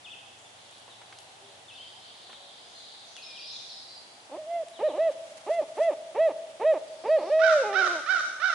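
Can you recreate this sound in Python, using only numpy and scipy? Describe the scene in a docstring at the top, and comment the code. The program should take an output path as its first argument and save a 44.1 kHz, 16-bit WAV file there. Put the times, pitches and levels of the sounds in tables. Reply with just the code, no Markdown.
"""A wood in still air: a barred owl hoots eight times, then holds a long note that drops gruff and falling.
Owl: harmonic stacks through a throat resonance favouring the hoots' fundamental and low slides' 2nd harmonic.
Crow to the right: four fluttering caws with breath noise. Songbirds further off: swept sines.
Twigs tick and brushes rustle as shaped noise; far tones and a drone are sines; trunks and leaves scatter
all but the air and the rustle as decaying noise echoes."""
import sys
import numpy as np
from scipy import signal
from scipy.fft import rfft, irfft, next_fast_len
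from scipy.io import wavfile
from scipy.ndimage import map_coordinates

SR = 44100
rng = np.random.default_rng(int(sys.argv[2]) if len(sys.argv) > 2 else 0)


def to_wav(s):
    """Save 16-bit WAV."""
    ch = np.atleast_2d(s).T  # columns
    pcm = np.round(np.clip(ch, -1, 1) * 32767)  # PCM
    wavfile.write(sys.argv[1], SR, pcm.astype(np.int16))


N = 376613
T = np.arange(N) / SR
TOP_HZ = 11050

# Still air, spectral outline: freq_hz, relative_density_db
AIR_OUTLINE = [(15, -74), (25, -35), (101, -12.5), (169, -9), (381, -6.5), (444, -7), (685, -1),
               (819, -3.5), (1030, -7), (1330, -9.5), (2510, -9.5), (3500, -6.5), (3770, -10), (9930, -16),
               (11000, -18.5), (14300, -71), (22000, -120)]
AIR_DB = -55.5
# Faint far-off drone, before wavering and fade: pitch_hz, level_db
DRONE_TONES = [(97, -76), (120, -74)]

# Faint low tones from far off: start_s, end_s, pitch_hz, level_db
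LOW_TONES = [(1.418, 1.51, 400, -58), (1.497, 1.6, 570, -62), (2.36, 2.503, 564, -60.5),
             (3.498, 3.62, 129, -66)]

# Brushes of feathers and leaves as the birds move: loudest_s, level_db, time_per_10_db_s
BRUSH_SWELLS = [(5.08, -59, .08), (5.36, -56.5, 0.4), (5.55, -51.5, .11), (5.82, -52.5, 0.15),
                (6.8, -62.5, 1.5)]

# Twig ticks: start_s, level_db, centre_hz
TWIG_TICKS = [(0.711, -45, 6000), (.782, -44.5, 7000), (0.879, -47, 750), (1.017, -48, 1100),
              (1.126, -43, 1850), (1.187, -39.5, 4500), (2.295, -45.5, 920), (2.329, -43, 1400),
              (3.166, -39.5, 3480), (4.684, -42, 4220), (8.115, -41.5, 7800)]
TICK_CYCLES = 9.7  # to decay by a factor e; low ticks ring longer

# Distant twitter, before mixing: start_s, end_s, first_hz, last_hz, first_db, last_db
TWITTER_SONGS = [(.55, 1.5, 3650, 3487, -58.5, -57.5), (1.68, 3.3, 3800, 3952, -51.5, -48.5),
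                 (3.301, 3.799, 4210, 4182, -46, -44), (6.795, 7.302, 4560, 4320, -65.5, -54.5)]
# Higher, thinner trill bursts, before mixing: start_s, level_db
TRILL_BURSTS = [(2.66, -62), (3.04, -59), (3.5, -53.5)]
TRILL_S, TRILL_HZ = 0.1, 6180
SWEEPS_PER_S = 80
SYLLABLES_PER_S, SYLLABLE_DB = 10.98, 2.5
# Near zigzag phrases from the top, before mixing: start_s, length_s, centre_hz, swings, level_db
WARBLE_PHRASES = [(.045, .103, 3000, 1.5, -44), (1.68, .11, 3073, 1.35, -48.5),
                  (3.154, 0.053, 2953, 0.72, -46), (3.352, .075, 2836, .8, -47.5),
                  (4.732, 0.2, 3396, 1.5, -53)]
WARBLE_OCTAVES = .25
DOWNSWING_DB = 2  # falling half of each swing is louder
# Single whistles, before mixing: start_s, length_s, middle_hz, glide_octaves, level_db
SINGLE_WHISTLES = [(0.386, 0.0085, 6940, 0.33, -53.5), (.45, .022, 3480, -.05, -52.5),
                   (.897, 0.05, 3640, -.25, -53.5), (1.809, .032, 3200, .1, -47),
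                   (1.786, 0.057, 3140, 0.11, -45), (2.748, 0.077, 4100, -0.14, -52.5),
                   (3.222, .027, 4060, -0.32, -44), (3.228, 0.043, 5230, 0.042, -45.5),
                   (3.266, 0.075, 2436, -0.043, -51), (3.389, 0.13, 4900, .22, -45.5),
                   (3.54, 0.021, 3900, -0.424, -43.5), (3.696, .03, 4190, -0.3, -43),
                   (3.71, .04, 5200, 0.013, -48), (3.875, 0.11, 4670, 0.026, -49.5),
                   (3.884, .1, 4080, -.02, -51.5), (6.872, .04, 4690, -.05, -57.5),
                   (7.079, .037, 4550, -.14, -52.5), (7.18, .04, 4350, .2, -55)]

# Caws: start_s, top_pitch_hz, level_db
CAW_CALLS = [(7.391, 779, -24), (7.728, 777.8, -23.5), (8.06, 770, -25), (8.399, 761.5, -26.5)]
# Course of one caw: share_of_length, pitch_ratio, level_db
CAW_COURSE = [(0, .73, -15.5), (0.131, .84, -9.5), (0.249, 0.96, -1), (0.402, 1, 2), (0.53, 0.98, -0.5),
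              (.7, .91, -2.5), (0.867, .84, -8), (1, .76, -4.5)]
# Crow's throat, beak open: freq_hz, gain_db
CROW_THROAT_GAIN = [(600, -15.5), (800, -25), (1150, -7.5), (1400, 1), (1560, -3.5), (1850, -13.5),
                    (2300, -20.5), (3000, -24), (3800, -22.5), (4600, -31), (5500, -26), (6300, -39),
                    (7200, -51), (9500, -58)]
# Hiss through the open beak, outline: freq_hz, relative_level_db
BREATH_OUTLINE = [(1100, -17), (1900, 7.5), (2700, -20), (3700, 4), (4400, -4.5), (5400, -1), (6300, -3.5),
                  (7200, -13), (8800, -17.5), (10500, -30.5)]
CAW_S = .151
CAW_FLUTTER_HZ, CAW_SHIMMER_DB = 68, 1.8  # nominal flutter rate, spread of strength jumps

# Owl's throat, beak shut: freq_hz, gain_db
OWL_THROAT_GAIN = [(280, -15), (430, -11), (530, -2.5), (610, -3), (650, -0.5), (700, -14), (860, -8),
                   (1000, -18), (1250, -19.5), (1420, -34.5), (1700, -26.5), (1980, -24.5), (2600, -26),
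                   (3200, -39.5), (3800, -35.5), (4600, -70)]
# Short arched hoots: start_s, end_s, top_hz, drive_db, overtones_db, scoop_before_s, drop_after_s
SHORT_HOOTS = [(4.829, 4.888, 622.6, -20, -3.5, 0.038, 0.039),
               (4.984, 5.104, 661.4, -20.5, -0.5, 0.052, .016),
               (5.496, 5.613, 682.6, -20.5, 0, 0.032, 0.029), (5.798, 5.906, 673.6, -18.5, 1, 0.027, .032),
               (6.184, 6.291, 658.8, -18, 1.5, .036, .032), (6.643, 6.738, 644, -17.5, 1, .044, .044),
               (7.087, 7.184, 643, -18, 1, .047, 0.054)]
# Soft opening hoot: time_s, pitch_hz, level_db
OPENING_COURSE = [(4.374, 533, -39), (4.392, 635, -36.5), (4.456, 603.5, -45), (4.472, 653, -40),
                  (4.514, 684, -32), (4.56, 688.4, -28.5), (4.626, 643, -32), (4.638, 600, -37)]
# Long closing hoot: time_s, pitch_hz, level_db
CLOSING_COURSE = [(7.3, 543, -27.5), (7.328, 622.4, -20), (7.39, 643.4, -20), (7.496, 650, -20),
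                  (7.564, 601, -19.5), (7.588, 554, -24.5), (7.63, 534, -24)]
# Pitch ratios at the ends of a short hoot; higher flatness = flatter top, quicker ends
HOOT_FIRST, HOOT_LAST, HOOT_FLATNESS = .82, .81, 3.1
# Low-register slides at usual drive: first_hz, middle_hz, last_hz
SCOOP_HZ = (314.7, 429.2, 488)  # out of silence
SLUR_HZ = (284, 345.3, 438.4)  # lazier, out of the sound before
DROP_HZ = (419.5, 312.8, 267.6)
SLUR_GAP_S = .15  # a hoot this soon after the last is slurred
# Slide level at the reference pitch; more pressure raises pitch and level together
SLIDE_DB, SLIDE_REF_HZ, PUSH_DB_PER_OCTAVE = -26.5, 400, 12.5
SLIDE_EDGE_DB = -2  # fullest in the middle
SLIDE_FULL_S = .028  # shorter slides are weaker
# Harder drive makes slides higher, louder and brighter, with more second harmonic
USUAL_DRIVE_DB, SLIDE_OCTAVES_PER_DB, SLIDE_BRIGHT_PER_DB = -19, 0.0343, 1.2
SLIDE_LEVEL_PER_DB, SLIDE_SECOND_PER_DB = 0.55, .7
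# Grunt, then the slurs into the opening and closing hoots; *_DB here is drive
GRUNT_START_S, GRUNT_END_S, GRUNT_DB = 4.295, 4.31, -23
OPENING_SLUR_S, OPENING_SLUR_DB = .06, -24
CLOSING_SLUR_S, CLOSING_SLUR_DB = 0.087, -20
# Pitch slip at the end of a long hoot
SLIP_SHARE, SLIP_S = 0.11, 0.009
# Gruff fall: base pitch and level, sag, fade, quaver
FALL_S, FALL_HZ, FALL_DB = .38, 423.4, -23
SAG_HZ_PER_S, FADE_DB_PER_S = 265, 21
QUAVER_HZ, QUAVER_DEPTH = 16, 0.024
BREAK_HZ, BREAK_S = 66, 0.0083  # starts this much higher, settles this fast
GIVE_OUT_S, GIVE_OUT_HZ, GIVE_OUT_DB = 0.05773, 53, -13  # extra drop over the last moments


def undb(db):
    """Decibels to gain."""
    return 10 ** (np.asarray(db) / 20)


def unit(x):
    """Scale to rms 1."""
    return x / np.sqrt(np.mean(x ** 2))


def response(points, hz):
    """Gain of a (freq_hz, gain_db) outline, falling steeply outside its ends."""
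    f, db = np.transpose(points)
    hz = np.maximum(hz, 1)
    skirts = np.minimum(1, np.minimum(hz / f[0], f[-1] / hz)) ** 2
    return undb(np.interp(np.log(hz), np.log(f), db)) * skirts


def colour(x, points):
    """Filter by a (freq_hz, gain_db) outline."""
    n = next_fast_len(x.shape[-1])
    hz = np.arange(n // 2 + 1) * SR / n
    return irfft(rfft(x, n) * response(points, hz), n)[..., :x.shape[-1]]


def wander(t, rate_hz):
    """Smooth chance, spread near 1, through rate_hz random values a second."""
    place = (t - t[0]) * rate_hz
    return map_coordinates(rng.standard_normal(4096), [place], order=2, mode="wrap")


def tone(hz):
    """Sine following a pitch curve."""
    return np.sin(2 * np.pi * np.cumsum(hz) / SR)


def span(start, end, fade_s=.008):
    """Sample times of a note and its soft-edged gate."""
    t = T[max(int((start - fade_s / 2) * SR), 0):int((end + fade_s / 2) * SR)]
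    edge = np.clip(np.minimum(t - start, end - t) / fade_s + .5, 0, 1)
    return t, np.sin(np.pi / 2 * edge) ** 2


def arch(t, start, end, first, middle, last, power):
    """Glide through three values; higher power flattens the middle."""
    u = np.clip(2 * (t - start) / (end - start) - 1, -1, 1)
    return middle + (np.where(u < 0, first, last) - middle) * np.abs(u) ** power


def add(out, t, sound):
    """Mix a note in at its time."""
    i = int(round(t[0] * SR))
    out[i:i + len(t)] += sound


def pan(x, left_db):
    """Place a source by its left-minus-right level."""
    return x * undb(np.array([[left_db], [-left_db]]) / 2)


def wood(x, wet_db, t60_s, treble_db, alike_db, build_s, trunk_share):
    """Scatter: diffuse from leaves, separate echoes from trunks; ears differ more in the treble."""
    t = T[:2 * SR]
    leaves = rng.standard_normal((2, len(t)))
    hits = rng.random(len(t)) < 60 / SR  # about 60 a second
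    trunks = unit(rng.standard_normal((2, len(t))) * hits)
    decay = undb(-60 * t / t60_s) * (1 - np.exp(-t / build_s))
    mid, side = (leaves + trunk_share * trunks) * decay
    side = colour(side, [(1, -25.5), (500, -alike_db), (2500, -4.0), (20000, 10)])
    ears = np.array([mid + side, mid - side]) / np.sqrt(np.sum(mid ** 2))
    echo = colour(ears, [(1, 23), (1000, -2.5), (5000, treble_db), (11000, 7.0)])
    return undb(wet_db) * signal.fftconvolve(x[None], echo, axes=1)[:, :N]


def air():
    """Steady noise rush, humped near 750 Hz, alike in both ears only in the bass; a drone that fades back."""
    mid, side = (unit(colour(rng.standard_normal(N), AIR_OUTLINE)) for _ in range(2))
    side = colour(side, [(20, -22.5), (120, -15), (250, -5.5), (600, -3.5), (1200, 2), (11000, -2.5)])
    hump_outline = [(450, -14.5), (600, -11), (780, -3.5), (900, -8.5), (1100, -19)]
    hump = unit(colour(rng.standard_normal((3, N)), hump_outline))
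    rush = undb(-63.5 + 0.98 * wander(T, 2.5)) * (hump[0] + .8 * hump[1:])  # shared + one per ear
    drone = np.zeros(N)
    for hz, db in DRONE_TONES:
        drone += undb(db + 2 * wander(T, 21)) * tone(hz + 3 * wander(T, 36))
    drone *= undb(np.interp(T, [2.0, 2.3], [3, -4]))
    return undb(AIR_DB) * np.array([mid + side, mid - side]) + rush + drone


def far_tones():
    """Brief low sines from deep in the wood, with strong echo."""
    out = np.zeros(N)
    for start, end, hz, db in LOW_TONES:
        t, gate = span(start, end, fade_s=0.044)
        add(out, t, gate * undb(db) * np.sin(2 * np.pi * hz * t))
    return out + wood(out, wet_db=-8, t60_s=0.61, treble_db=0, alike_db=7.4, build_s=.01, trunk_share=0.57)


def rustle():
    """Broad treble noise in uneven brushes that swell and fade."""
    outline = [(900, -2), (2500, -3.5), (5000, -5.5), (8500, -8.5), (11000, -11.5)]
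    brush = colour(rng.standard_normal((2, N)), outline)
    swells_db = [db - 10 * np.abs(T - s) / fade_s for s, db, fade_s in BRUSH_SWELLS]
    return unit(brush) * undb(np.max(swells_db, axis=0) + 4.4 * wander(T, 61))


def twigs():
    """Dry ticks: decaying noise bursts in one broad resonance."""
    out = np.zeros(N)
    for start, db, hz in TWIG_TICKS:
        t = T[int(start * SR):][:SR // 16]
        burst = unit(colour(rng.standard_normal(len(t)), [(hz / 3, -8), (hz, 0), (hz * 2, -7)]))
        add(out, t, undb(db) * burst * np.exp(-(t - t[0]) * hz / TICK_CYCLES))
    out = colour(out, [(400, 0), (20000, 0)])  # ticks carry no bass
    return out + wood(out, wet_db=-5.5, t60_s=0.29, treble_db=-9, alike_db=3.3, build_s=0.0076,
                      trunk_share=0.48)


def whistle(t, hz):
    """Songbird's nearly pure, slightly unsteady tone."""
    return tone(hz * (1 + .012 * wander(t, 400)))


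def chatter(start, end, first_hz, last_hz, first_db, last_db, spread):
    """Brief up and down sweeps scattered round a centre pitch, their levels grouped into syllables."""
    out = np.zeros(N)
    count = int((end - start) * SWEEPS_PER_S) + 2
    starts = np.linspace(start, end, count)
    centres_hz = np.linspace(first_hz, last_hz, count)
    levels_db = np.linspace(first_db, last_db, count) + SYLLABLE_DB * wander(starts, SYLLABLES_PER_S)
    chances = rng.uniform(-1, 1, (count, 2))
    for at, centre_hz, db, (high, direction) in zip(starts, centres_hz, levels_db, chances):
        t, gate = span(at, at + .03, fade_s=.015)
        sweep = .7 * np.sign(direction) * np.linspace(-1, 1, len(t))
        hz = centre_hz * np.exp(spread * (high + sweep))
        add(out, t, gate * undb(db) * tone(hz))
    return out


def songbirds():
    """Near warbles and whistles plus further twitter and trills, heard mostly through the trees."""
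    near, far = np.zeros(N), np.zeros(N)
    for start, length, centre_hz, swings, db in WARBLE_PHRASES:
        t, gate = span(start, start + length)
        swing = 2 * np.pi * swings * (t - start) / length
        hz = centre_hz * 2 ** (WARBLE_OCTAVES * np.cos(swing))
        add(near, t, gate * undb(db + DOWNSWING_DB * np.sin(swing)) * whistle(t, hz))
    for start, length, middle_hz, glide_octaves, db in SINGLE_WHISTLES:
        t, gate = span(start, start + length)
        hz = middle_hz * 2 ** (glide_octaves * ((t - start) / length - .5))
        add(near, t, gate * undb(db) * whistle(t, hz))
    for song in TWITTER_SONGS:
        far += chatter(*song, spread=0.23)
    for start, db in TRILL_BURSTS:
        far += chatter(start, start + TRILL_S, TRILL_HZ, TRILL_HZ, db, db, spread=.1)
    direct = pan(.8 * near + .3 * far, 3.5)
    return direct + wood(1.43 * near + far, wet_db=-4, t60_s=1.0, treble_db=-0.5, alike_db=3,
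                         build_s=0.0026, trunk_share=0.73)


def syrinx(t, hz, throat, jitter, rasp_db, bright_db=0, even_db=0):
    """Wavering harmonic stack plus air noise gated once a cycle, both shaped by the throat."""
    hz = hz * (1 + jitter * wander(t, 297.7))
    phase = 2 * np.pi * np.cumsum(hz) / SR
    k = np.arange(1, 15)[:, None]
    # effort brightens the overtones; a symmetric swing of the membranes weakens the even ones
    effort_db = bright_db * np.clip(k * hz / 1000 - 1, 0, 1)
    symmetry_db = even_db * (k % 2 == 0) * 2 / k
    gains = response(throat, k * hz) * undb(effort_db + symmetry_db)
    stack = np.sqrt(2) * np.sum(gains * np.sin(k * phase), axis=0)
    gated_air = unit(colour(rng.standard_normal(len(t)) * (1 + np.cos(phase)), throat))
    return stack + undb(rasp_db) * gated_air


def crow():
    """Caws arch in pitch, flutter in pitch and strength, and grow hoarse as they fall."""
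    out = np.zeros(N)
    share, ratio, shape_db = np.transpose(CAW_COURSE)
    for start, top_hz, db in CAW_CALLS:
        t, gate = span(start, start + CAW_S)
        u = (t - start) / CAW_S
        flutter = np.sin(2 * np.pi * CAW_FLUTTER_HZ * (t - start) + 0.79 * wander(t, 40.0))
        hz = top_hz * np.interp(u, share, ratio) * (1 + .014 * flutter + .009 * wander(t, 900))
        # the beak is wide at the start, so the overtones lead
        bright_db = np.interp(u, [0, .3, 1], [7, .5, -2])
        voice = syrinx(t, hz, CROW_THROAT_GAIN, jitter=.011 + .026 * u ** 2, rasp_db=-30.0 + 13.4 * u,
                       bright_db=bright_db)
        voice *= undb(np.interp(u, share, shape_db))
        breath_db = np.interp(u, [0, .4, .8, 1], [-37, -23.5, -22.5, -17.0])
        hiss = rng.standard_normal(len(t)) * (1 + 0.2 * flutter)
        breath = unit(colour(hiss, BREATH_OUTLINE)) * undb(breath_db)
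        rough_db = 1.6 * flutter + CAW_SHIMMER_DB * wander(t, 220)
        add(out, t, gate * undb(db + rough_db) * (voice + breath))
    direct = pan(out, -13)
    direct[0] = np.roll(direct[0], 2)  # left ear two samples later
    return direct + wood(out, wet_db=-0.5, t60_s=0.96, treble_db=0.5, alike_db=3, build_s=0.017,
                         trunk_share=0.63)


def slide(start, end, course_hz, drive_db):
    """Rough glide in the owl's low register, louder as it rises."""
    t, gate = span(start, end)
    effort_db = drive_db - USUAL_DRIVE_DB
    hz = arch(t, start, end, *course_hz, 1.16) * 2 ** (SLIDE_OCTAVES_PER_DB * effort_db)
    swell_db = arch(t, start, end, SLIDE_EDGE_DB, 0, SLIDE_EDGE_DB, 1.3)
    push_db = PUSH_DB_PER_OCTAVE * np.log2(hz / SLIDE_REF_HZ)
    db = SLIDE_DB + SLIDE_LEVEL_PER_DB * effort_db + push_db + swell_db
    voice = syrinx(t, hz, OWL_THROAT_GAIN, jitter=.012, rasp_db=-18,
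                   bright_db=-5.0 + SLIDE_BRIGHT_PER_DB * effort_db,
                   even_db=0.7 + SLIDE_SECOND_PER_DB * effort_db)
    fullness = min((end - start) / SLIDE_FULL_S, 1) ** 2
    return t, gate * undb(db) * fullness * voice


def hoot(start, end, top_hz, drive_db, overtones_db):
    """Clean arch in the upper register, brightest near its top."""
    t, gate = span(start, end, fade_s=.022)
    hz = arch(t, start, end, HOOT_FIRST * top_hz, top_hz, HOOT_LAST * top_hz, HOOT_FLATNESS)
    bright_db = overtones_db + arch(t, start, end, -9, -1, -15, 2.7)
    voice = syrinx(t, hz, OWL_THROAT_GAIN, jitter=.002, rasp_db=-36, bright_db=bright_db, even_db=-12)
    return t, gate * undb(drive_db) * voice


def long_hoot(course, bright_db):
    """Clean note on a pitch and level curve, throat gain at that pitch divided out; slips down at its end."""
    s, pitch_hz, db = np.transpose(course)
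    t, gate = span(s[0], s[-1])
    hz = np.interp(t, s, pitch_hz)
    slip = 1 - SLIP_SHARE * np.exp(np.minimum(t - s[-1], 0) / SLIP_S)
    voice = syrinx(t, hz * slip, OWL_THROAT_GAIN, jitter=.002, rasp_db=-38, bright_db=bright_db, even_db=-12)
    return t, gate * undb(np.interp(t, s, db)) * voice / response(OWL_THROAT_GAIN, hz)


def fall(start):
    """Voice breaks into the low register and sinks with a quaver until it gives out."""
    t, gate = span(start, start + FALL_S)
    age = np.maximum(t - start, 0)
    spent = np.clip(1 - (FALL_S - age) / GIVE_OUT_S, 0, 1)
    breaking = np.exp(-age / BREAK_S)
    hz = FALL_HZ + BREAK_HZ * breaking - SAG_HZ_PER_S * age - GIVE_OUT_HZ * spent
    hz = hz * (1 - QUAVER_DEPTH * np.sin(2 * np.pi * QUAVER_HZ * age))
    db = FALL_DB - FADE_DB_PER_S * age + GIVE_OUT_DB * spent - 7 * breaking
    voice = syrinx(t, hz, OWL_THROAT_GAIN, jitter=.006, rasp_db=-22, bright_db=-1.5)
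    return t, gate * undb(db) * voice


def owl():
    """Hoots rise from the rough low register, ring clean and, after the soft opening one, drop back into it."""
    out = np.zeros(N)
    opening_s, last_end = OPENING_COURSE[0][0], OPENING_COURSE[-1][0]
    closing_s, fall_s = CLOSING_COURSE[0][0], CLOSING_COURSE[-1][0]
    add(out, *slide(GRUNT_START_S, GRUNT_END_S, DROP_HZ, GRUNT_DB))
    add(out, *slide(opening_s - OPENING_SLUR_S, opening_s, SLUR_HZ, OPENING_SLUR_DB))
    add(out, *long_hoot(OPENING_COURSE, bright_db=-9))
    for start, end, top_hz, drive_db, overtones_db, scoop_s, drop_s in SHORT_HOOTS:
        rise_hz = SLUR_HZ if start - last_end < SLUR_GAP_S else SCOOP_HZ
        add(out, *slide(start - scoop_s, start, rise_hz, drive_db))
        add(out, *hoot(start, end, top_hz, drive_db, overtones_db))
        add(out, *slide(end, end + drop_s, DROP_HZ, drive_db))
        last_end = end
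    add(out, *slide(closing_s - CLOSING_SLUR_S, closing_s, SLUR_HZ, CLOSING_SLUR_DB))
    add(out, *long_hoot(CLOSING_COURSE, bright_db=-1.5))
    add(out, *fall(fall_s))
    return pan(out, -1.6) + wood(out, wet_db=-14.5, t60_s=1.18, treble_db=-8.5, alike_db=12,
                                 build_s=0.024, trunk_share=0.27)


def scene():
    """Everything heard under the trees, background first."""
    return air() + far_tones() + rustle() + twigs() + songbirds() + crow() + owl()


def record(dry):
    """Steep elliptic low-pass at TOP_HZ."""
    return signal.sosfilt(signal.ellip(12, .1, 80, TOP_HZ, fs=SR, output="sos"), dry)


dry = scene()
out = record(dry)
to_wav(out)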